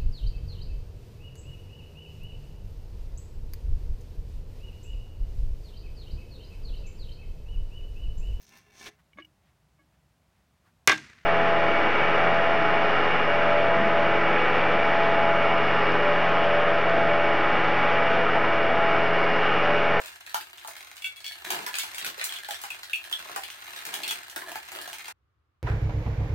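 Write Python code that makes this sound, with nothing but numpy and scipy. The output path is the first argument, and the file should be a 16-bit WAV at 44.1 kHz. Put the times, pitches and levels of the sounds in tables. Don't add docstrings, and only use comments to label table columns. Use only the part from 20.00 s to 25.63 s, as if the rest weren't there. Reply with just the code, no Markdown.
import sys
import numpy as np
from scipy import signal
from scipy.fft import rfft, irfft, next_fast_len
from scipy.io import wavfile
from scipy.ndimage import uniform_filter1d, map_coordinates

SR = 44100
rng = np.random.default_rng(int(sys.argv[2]) if len(sys.argv) > 2 else 0)


def pcm_store(signal):
    levels = np.round(np.clip(np.atleast_2d(signal), -1, 1) * 32767)
    wavfile.write(sys.argv[1], SR, levels.astype(np.int16).T)


N = 248238


def amp(db):
    return 10 ** (np.asarray(db) / 20)


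def curve_at(points, hz):
    freqs, values = np.transpose(points)
    return np.interp(np.log(hz + 1), np.log(freqs + 1), values)


def fade(t, t60):
    return np.exp(-np.log(1000) * t / t60)


def equalise(x, response):
    n = x.shape[-1]
    size = next_fast_len(n + 2048)
    return irfft(rfft(x, size) * response(np.fft.rfftfreq(size, 1 / SR)), size)[..., :n]


def wobble(rate_hz):
    return map_coordinates(rng.standard_normal(int(N * rate_hz / SR) + 4), [np.arange(N) * rate_hz / SR])


# low_hz, high_hz
BANDS = [(130, 560), (520, 1150), (1200, 5200), (4600, 18000)]
TOWER_BAND, CAVITY_BAND, SHELL_BAND, CONTACT_BAND = BANDS
# freq_hz, gain_db
PLASTIC_EQ = [(180, -4), (260, -1), (370, 9.5), (540, -5.5), (830, 5), (1150, -3), (1550, 6.5), (2050, 1),
              (3300, 2), (4400, -3), (5300, -9.5), (7700, -8.5), (8500, -6), (9600, -10), (12500, -11),
              (15500, -9.5)]
def plastic_hit(t, band, t60, rise_s=0.00016, order=4):
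    decay = fade(t, t60)
    modes = equalise(rng.standard_normal(len(t)), lambda hz: amp(curve_at(PLASTIC_EQ, hz)))
    attack = 1 - np.exp(-t / rise_s)
    bandpass = signal.butter(order, band, "bandpass", fs=SR, output="sos")
    burst = signal.sosfilt(bandpass, modes * decay * attack)
    return burst * np.linalg.norm(decay) / np.linalg.norm(burst)


# freq_hz, t60_s
ROOM_DECAY = [(200, 0.21), (1000, 0.18), (4000, 0.18), (14000, 0.15)]
def in_room(x, wet_db, spread_s=0.0003, mono_below_hz=130, build_s=0.0044):
    hz, t, noise = signal.stft(rng.standard_normal((2, SR // 3)), SR, nperseg=128)
    alike = 1 / (1 + (hz[:, None] / mono_below_hz) ** 2)
    noise[1] = alike * noise[0] + np.sqrt(1 - alike ** 2) * noise[1]
    tail = signal.istft(noise * fade(t, curve_at(ROOM_DECAY, hz)[:, None]), SR, nperseg=128)[1]
    tail *= 1 - np.exp(-np.arange(tail.shape[1]) / SR / build_s)
    paths = amp(wet_db) * tail / np.linalg.norm(tail, axis=1, keepdims=True)
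    lag = int(np.clip(rng.normal(0, spread_s), -2 * spread_s, 2 * spread_s) * SR)
    paths[0, max(lag, 0)] += 1
    paths[1, max(-lag, 0)] += 1
    return signal.fftconvolve(x[None], paths, axes=1)


def add(track, start_s, sound):
    place = track[:, max(round(start_s * SR), 0):][:, :sound.shape[1]]
    place += sound[:, :place.shape[1]]


# time_s, level_db
ROLL_RIDE = [(0.0, -45.5), (0.2, -53), (0.52, -53), (0.85, -49.5), (1.15, -56), (1.4, -48.5), (1.85, -43.5),
             (2.12, -48), (2.3, -43), (2.45, -49), (2.75, -46), (2.88, -55.5), (3.2, -43.5), (3.5, -50.5),
             (3.7, -44), (4.18, -44.5), (4.3, -50), (5.12, -45.5)]
def roll_levels(tumble):
    roll = amp(np.interp(np.arange(N) / SR, *np.transpose(ROLL_RIDE)))
    rumble = np.hypot(amp(-26.5) * roll, tumble)
    chatter = np.hypot(roll, amp(13) * tumble)
    return 20 * np.log10(rumble), 20 * np.log10(chatter)


def rolling(rumble_db, chatter_db, parts=6, skips_per_s=110, scatter_db=6, wander_db=5, colour_db=2):
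    hollow_db = (rumble_db + chatter_db) / 2 + 0.43
    forces = amp([rumble_db + 3, hollow_db, chatter_db - 1.5, chatter_db - 6])
    t60s = [0.11, 0.032, 0.026, 0.016]
    track, t = np.zeros((2, N)), np.arange(SR // 10) / SR
    turns = np.array([wobble(6) for _ in range(parts)])
    hits = rng.random((parts, N)) < skips_per_s / SR
    skips = hits * amp(scatter_db * rng.standard_normal((parts, N)) + wander_db * turns)
    skips *= rng.choice([-1, 1], skips.shape)
    power = uniform_filter1d(np.sum(skips ** 2, axis=0), size=3000)
    skips /= np.sqrt(np.abs(power) + 1e-9)
    for part in skips:
        sound = np.zeros(N)
        for force, band, t60 in zip(forces, BANDS, t60s):
            body = plastic_hit(t, band, t60)
            blows = part * force
            blows[part != 0] *= amp(colour_db * rng.standard_normal(np.count_nonzero(part)))
            sound += signal.oaconvolve(blows, body / np.linalg.norm(body))[:N]
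        add(track, 0, in_room(sound, wet_db=-3))
    return track


# freq_hz, gain_db
ROOM_TONE_EQ = [(25, -24), (40, -18), (55, -5.5), (70, 3), (90, -2.5), (120, -6.5), (165, -23),
                (350, -21.5), (600, -28), (950, -28), (1220, -21), (1600, -28.5), (3600, -38.5),
                (9000, -53.5)]
def room_tone(level_db=-72.5, wide_above_hz=380):
    mid, side = equalise(rng.standard_normal((2, N)), lambda hz: amp(curve_at(ROOM_TONE_EQ, hz)))
    side = equalise(side, lambda hz: hz / np.hypot(hz, wide_above_hz))
    bed = np.array([mid + side, mid - side])
    return amp(level_db) * bed / np.sqrt(np.mean(bed ** 2))


def mode(t, hz, t60):
    attack = (1 - np.exp(-t * hz)) ** 2
    return np.sqrt(2) * np.sin(2 * np.pi * (hz * t + rng.random())) * fade(t, t60) * attack


def rebounds(t, mean_gap_s=0.011, first_bounce_db=-8, count=3):
    times = np.cumsum(mean_gap_s * (0.5 + rng.random(count)))
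    pulses = np.zeros(len(t))
    pulses[0] = 1
    pulses[(times * SR).astype(int)] += amp(first_bounce_db * np.sqrt(np.arange(count) + 1))
    return pulses


def strike(t, crack_band, crack_db, tick_db):
    snap = amp(tick_db + 1) * plastic_hit(t, CONTACT_BAND, t60=0.0025, rise_s=0.0001)
    crack = amp(crack_db) * plastic_hit(t, crack_band, t60=0.013, rise_s=0.0004, order=2)
    glint = amp(tick_db - 2.5) * plastic_hit(t, CONTACT_BAND, t60=0.031, rise_s=0.00018)
    return snap + signal.fftconvolve(crack + glint, rebounds(t))[:len(t)]


# start_s, pitch_hz, level_db, hardness_db (lifts the strike)
DROPS = [(0.002, 630, -38, -1.5), (0.344, 860, -23, 0.5), (0.647, 864, -37, -4.5), (0.682, 680, -39.5, -2),
         (1.504, 764, -30, 10), (1.533, 910, -36.5, 3.5), (1.664, 1014, -29.5, 3.5),
         (1.834, 885, -41, 11.5), (2.179, 555, -41.5, 3), (2.487, 816, -34, 2.5), (2.508, 670, -36.5, 10),
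         (2.637, 822, -34, 1.5), (3.113, 680, -46, 10), (3.257, 615, -43, -8), (3.295, 716, -36.5, -13),
         (3.361, 776, -24.5, -3), (3.94, 735, -40, 16.5), (4.109, 900, -44, 20), (4.361, 897, -36, 8.5),
         (4.42, 1040, -37.5, -2), (4.488, 608, -43, 5), (4.517, 687, -39, 5.5), (4.556, 880, -32, 0.5),
         (4.718, 756, -41, 8), (4.76, 660, -40.5, 6), (4.876, 706, -38.5, 4.5), (4.93, 890, -38, 7),
         (5.081, 870, -37.5, 2)]
def hollow_knocks(rumble_db, wall_band_hz=(1150, 3680)):
    track, t = np.zeros((2, N)), np.arange(SR // 10) / SR
    for start_s, pitch_hz, level_db, hardness_db in DROPS:
        tone = mode(t, pitch_hz, t60=0.047) + amp(-8) * mode(t, 1.7 * pitch_hz, t60=0.015)
        body = amp(2.5) * plastic_hit(t, (0.79 * pitch_hz, 2.04 * pitch_hz), t60=0.019, order=3)
        thump_db = (level_db + rumble_db[round(start_s * SR)]) / 2 - 4
        thump = amp(thump_db) * plastic_hit(t, TOWER_BAND, t60=0.045)
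        strike_db = level_db + hardness_db
        crack = strike(t, wall_band_hz, strike_db + 0.05, strike_db - 1.07)
        add(track, start_s, in_room(thump + amp(level_db) * (tone + body) + crack, wet_db=-0.5))
    return track


# start_s, clack_db, tick_db
RIM_HITS = [(0.059, -32, -33), (0.264, -32.5, -38.5), (0.295, -33.5, -38), (0.41, -31, -33.5),
            (0.581, -36, -44), (0.675, -48, -28.5), (0.766, -33, -36.5), (0.967, -36.5, -39),
            (1.449, -26.5, -32.5), (1.741, -20.5, -30.5), (1.754, -26, -26.5), (1.785, -22, -18.5),
            (1.946, -29.5, -29.5), (1.982, -24.5, -25.5), (2.013, -27, -52.5), (2.046, -22, -24),
            (2.064, -24, -24.5), (2.195, -25.5, -36), (2.213, -19.5, -32), (2.241, -31, -18.5),
            (2.323, -24, -31), (2.446, -28.5, -39), (2.544, -27, -33.5), (2.615, -49, -30),
            (2.832, -28.5, -34), (2.897, -30.5, -39.5), (3.04, -32, -36.5), (3.435, -28, -33),
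            (3.502, -30.5, -33.5), (3.762, -30.5, -33.5), (3.852, -29.5, -26.5), (4.079, -53, -24),
            (4.298, -35, -33.5), (4.814, -39, -30.5), (5.056, -34, -39)]
def rim_clacks(rim_band_hz=(1600, 5830)):
    track, t = np.zeros((2, N)), np.arange(SR // 10) / SR
    for start_s, clack_db, tick_db in RIM_HITS:
        hollow = amp(clack_db - 19) * plastic_hit(t, CAVITY_BAND, t60=0.0083)
        clack = strike(t, rim_band_hz, clack_db - 1.5, tick_db - 2.5)
        add(track, start_s, in_room(hollow + clack, wet_db=0.05))
    return track


# start_s, hold_s, level_db
TUMBLES = [(0.353, 0.028, -69), (1.451, 0.023, -57.5), (1.518, 0.051, -52), (2.039, 0.021, -59.5),
           (3.28, 0.057, -64), (3.867, 0.23, -60.5), (4.356, 0.016, -59.5), (4.467, 0.015, -60.5),
           (4.739, 0.041, -60.5)]
def tumble_envelope(attack_db_per_s=695.5, release_db_per_s=138.5):
    envelope, t = np.zeros(N), np.arange(N) / SR
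    for start_s, hold_s, level_db in TUMBLES:
        attack_db = attack_db_per_s * np.clip(start_s - t, 0, 1)
        release_db = release_db_per_s * np.clip(t - start_s - hold_s, 0, 1)
        envelope += amp(level_db - attack_db - release_db)
    return envelope


SCOOP_MODES = { "a": [(1502, -20, .15), (2266, -4, .15), (2640, -10, .1), (3372, -2, .15), (3560, -12, .07),
               (4424, -20, .2)], "b": [(2437, -13, .16), (2583, -9, .11), (2672, -12, .1), (2865, -15, .1),
               (3338, -16, .14), (3565, -18, .08), (4390, -30, .25)], "c": [(3075, -17, .1),
               (3352, -8, .14), (4350, -24, .1), (5520, -22, .1)], "d": [(2230, -11, .14), (3365, -9, .14),
               (4430, -8, .14), (5600, -21, .12)]}
CLINK_BANDS = {"a": (2640, 2800), "b": (2450, 2700), "c": (3100, 3620), "d": (2850, 5800)}
# start_s, level_db, scoop
LANDINGS = [(1.021, -40.5, "a"), (1.043, -29, "a"), (1.06, -33, "a"), (1.166, -46.5, "a"),
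            (1.204, -48, "d"), (1.243, -35, "d"), (1.264, -32.5, "d"), (1.279, -38, "d"),
            (1.32, -38.5, "d"), (1.796, -28.5, "d"), (2.292, -33.5, "c"), (2.36, -35, "c"),
            (2.703, -31, "b"), (2.932, -21, "b"), (2.958, -31.5, "b"), (3.126, -23, "c"),
            (3.437, -38.5, "c"), (4.033, -31, "d"), (4.035, -30, "b"), (4.077, -32, "d"), (4.09, -26, "c"),
            (4.11, -40, "b")]
def scoop_rings(decay_scale=0.88):
    track, t = np.zeros((2, N)), np.arange(SR // 4) / SR
    for start_s, level_db, scoop in LANDINGS:
        ring = sum(amp(db) * mode(t, hz, decay_scale * t60) for hz, db, t60 in SCOOP_MODES[scoop])
        clink = amp(level_db + 3) * plastic_hit(t, CLINK_BANDS[scoop], t60=0.015, rise_s=0.0002, order=2)
        tick = amp(0.4 * level_db - 21.5) * plastic_hit(t, CONTACT_BAND, t60=0.014, rise_s=0.00014)
        add(track, start_s, in_room(amp(level_db) * ring, wet_db=-1, spread_s=0.00008))
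        add(track, start_s, in_room(clink + tick, wet_db=1.5))
    return track


def scene(stop_s=5.123, cut_s=0.004):
    rumble_db, chatter_db = roll_levels(tumble_envelope())
    marbles = hollow_knocks(rumble_db) + rim_clacks() + scoop_rings() + rolling(rumble_db, chatter_db)
    gate = np.clip((stop_s - np.arange(N) / SR) / cut_s + 1, 0, 1)
    return marbles * gate + room_tone()


def record(dry, cutoff_hz=15950):
    return equalise(dry, lambda hz: 1 / np.sqrt(1 + (hz / cutoff_hz) ** 200))


dry = scene()
out = record(dry)
pcm_store(out)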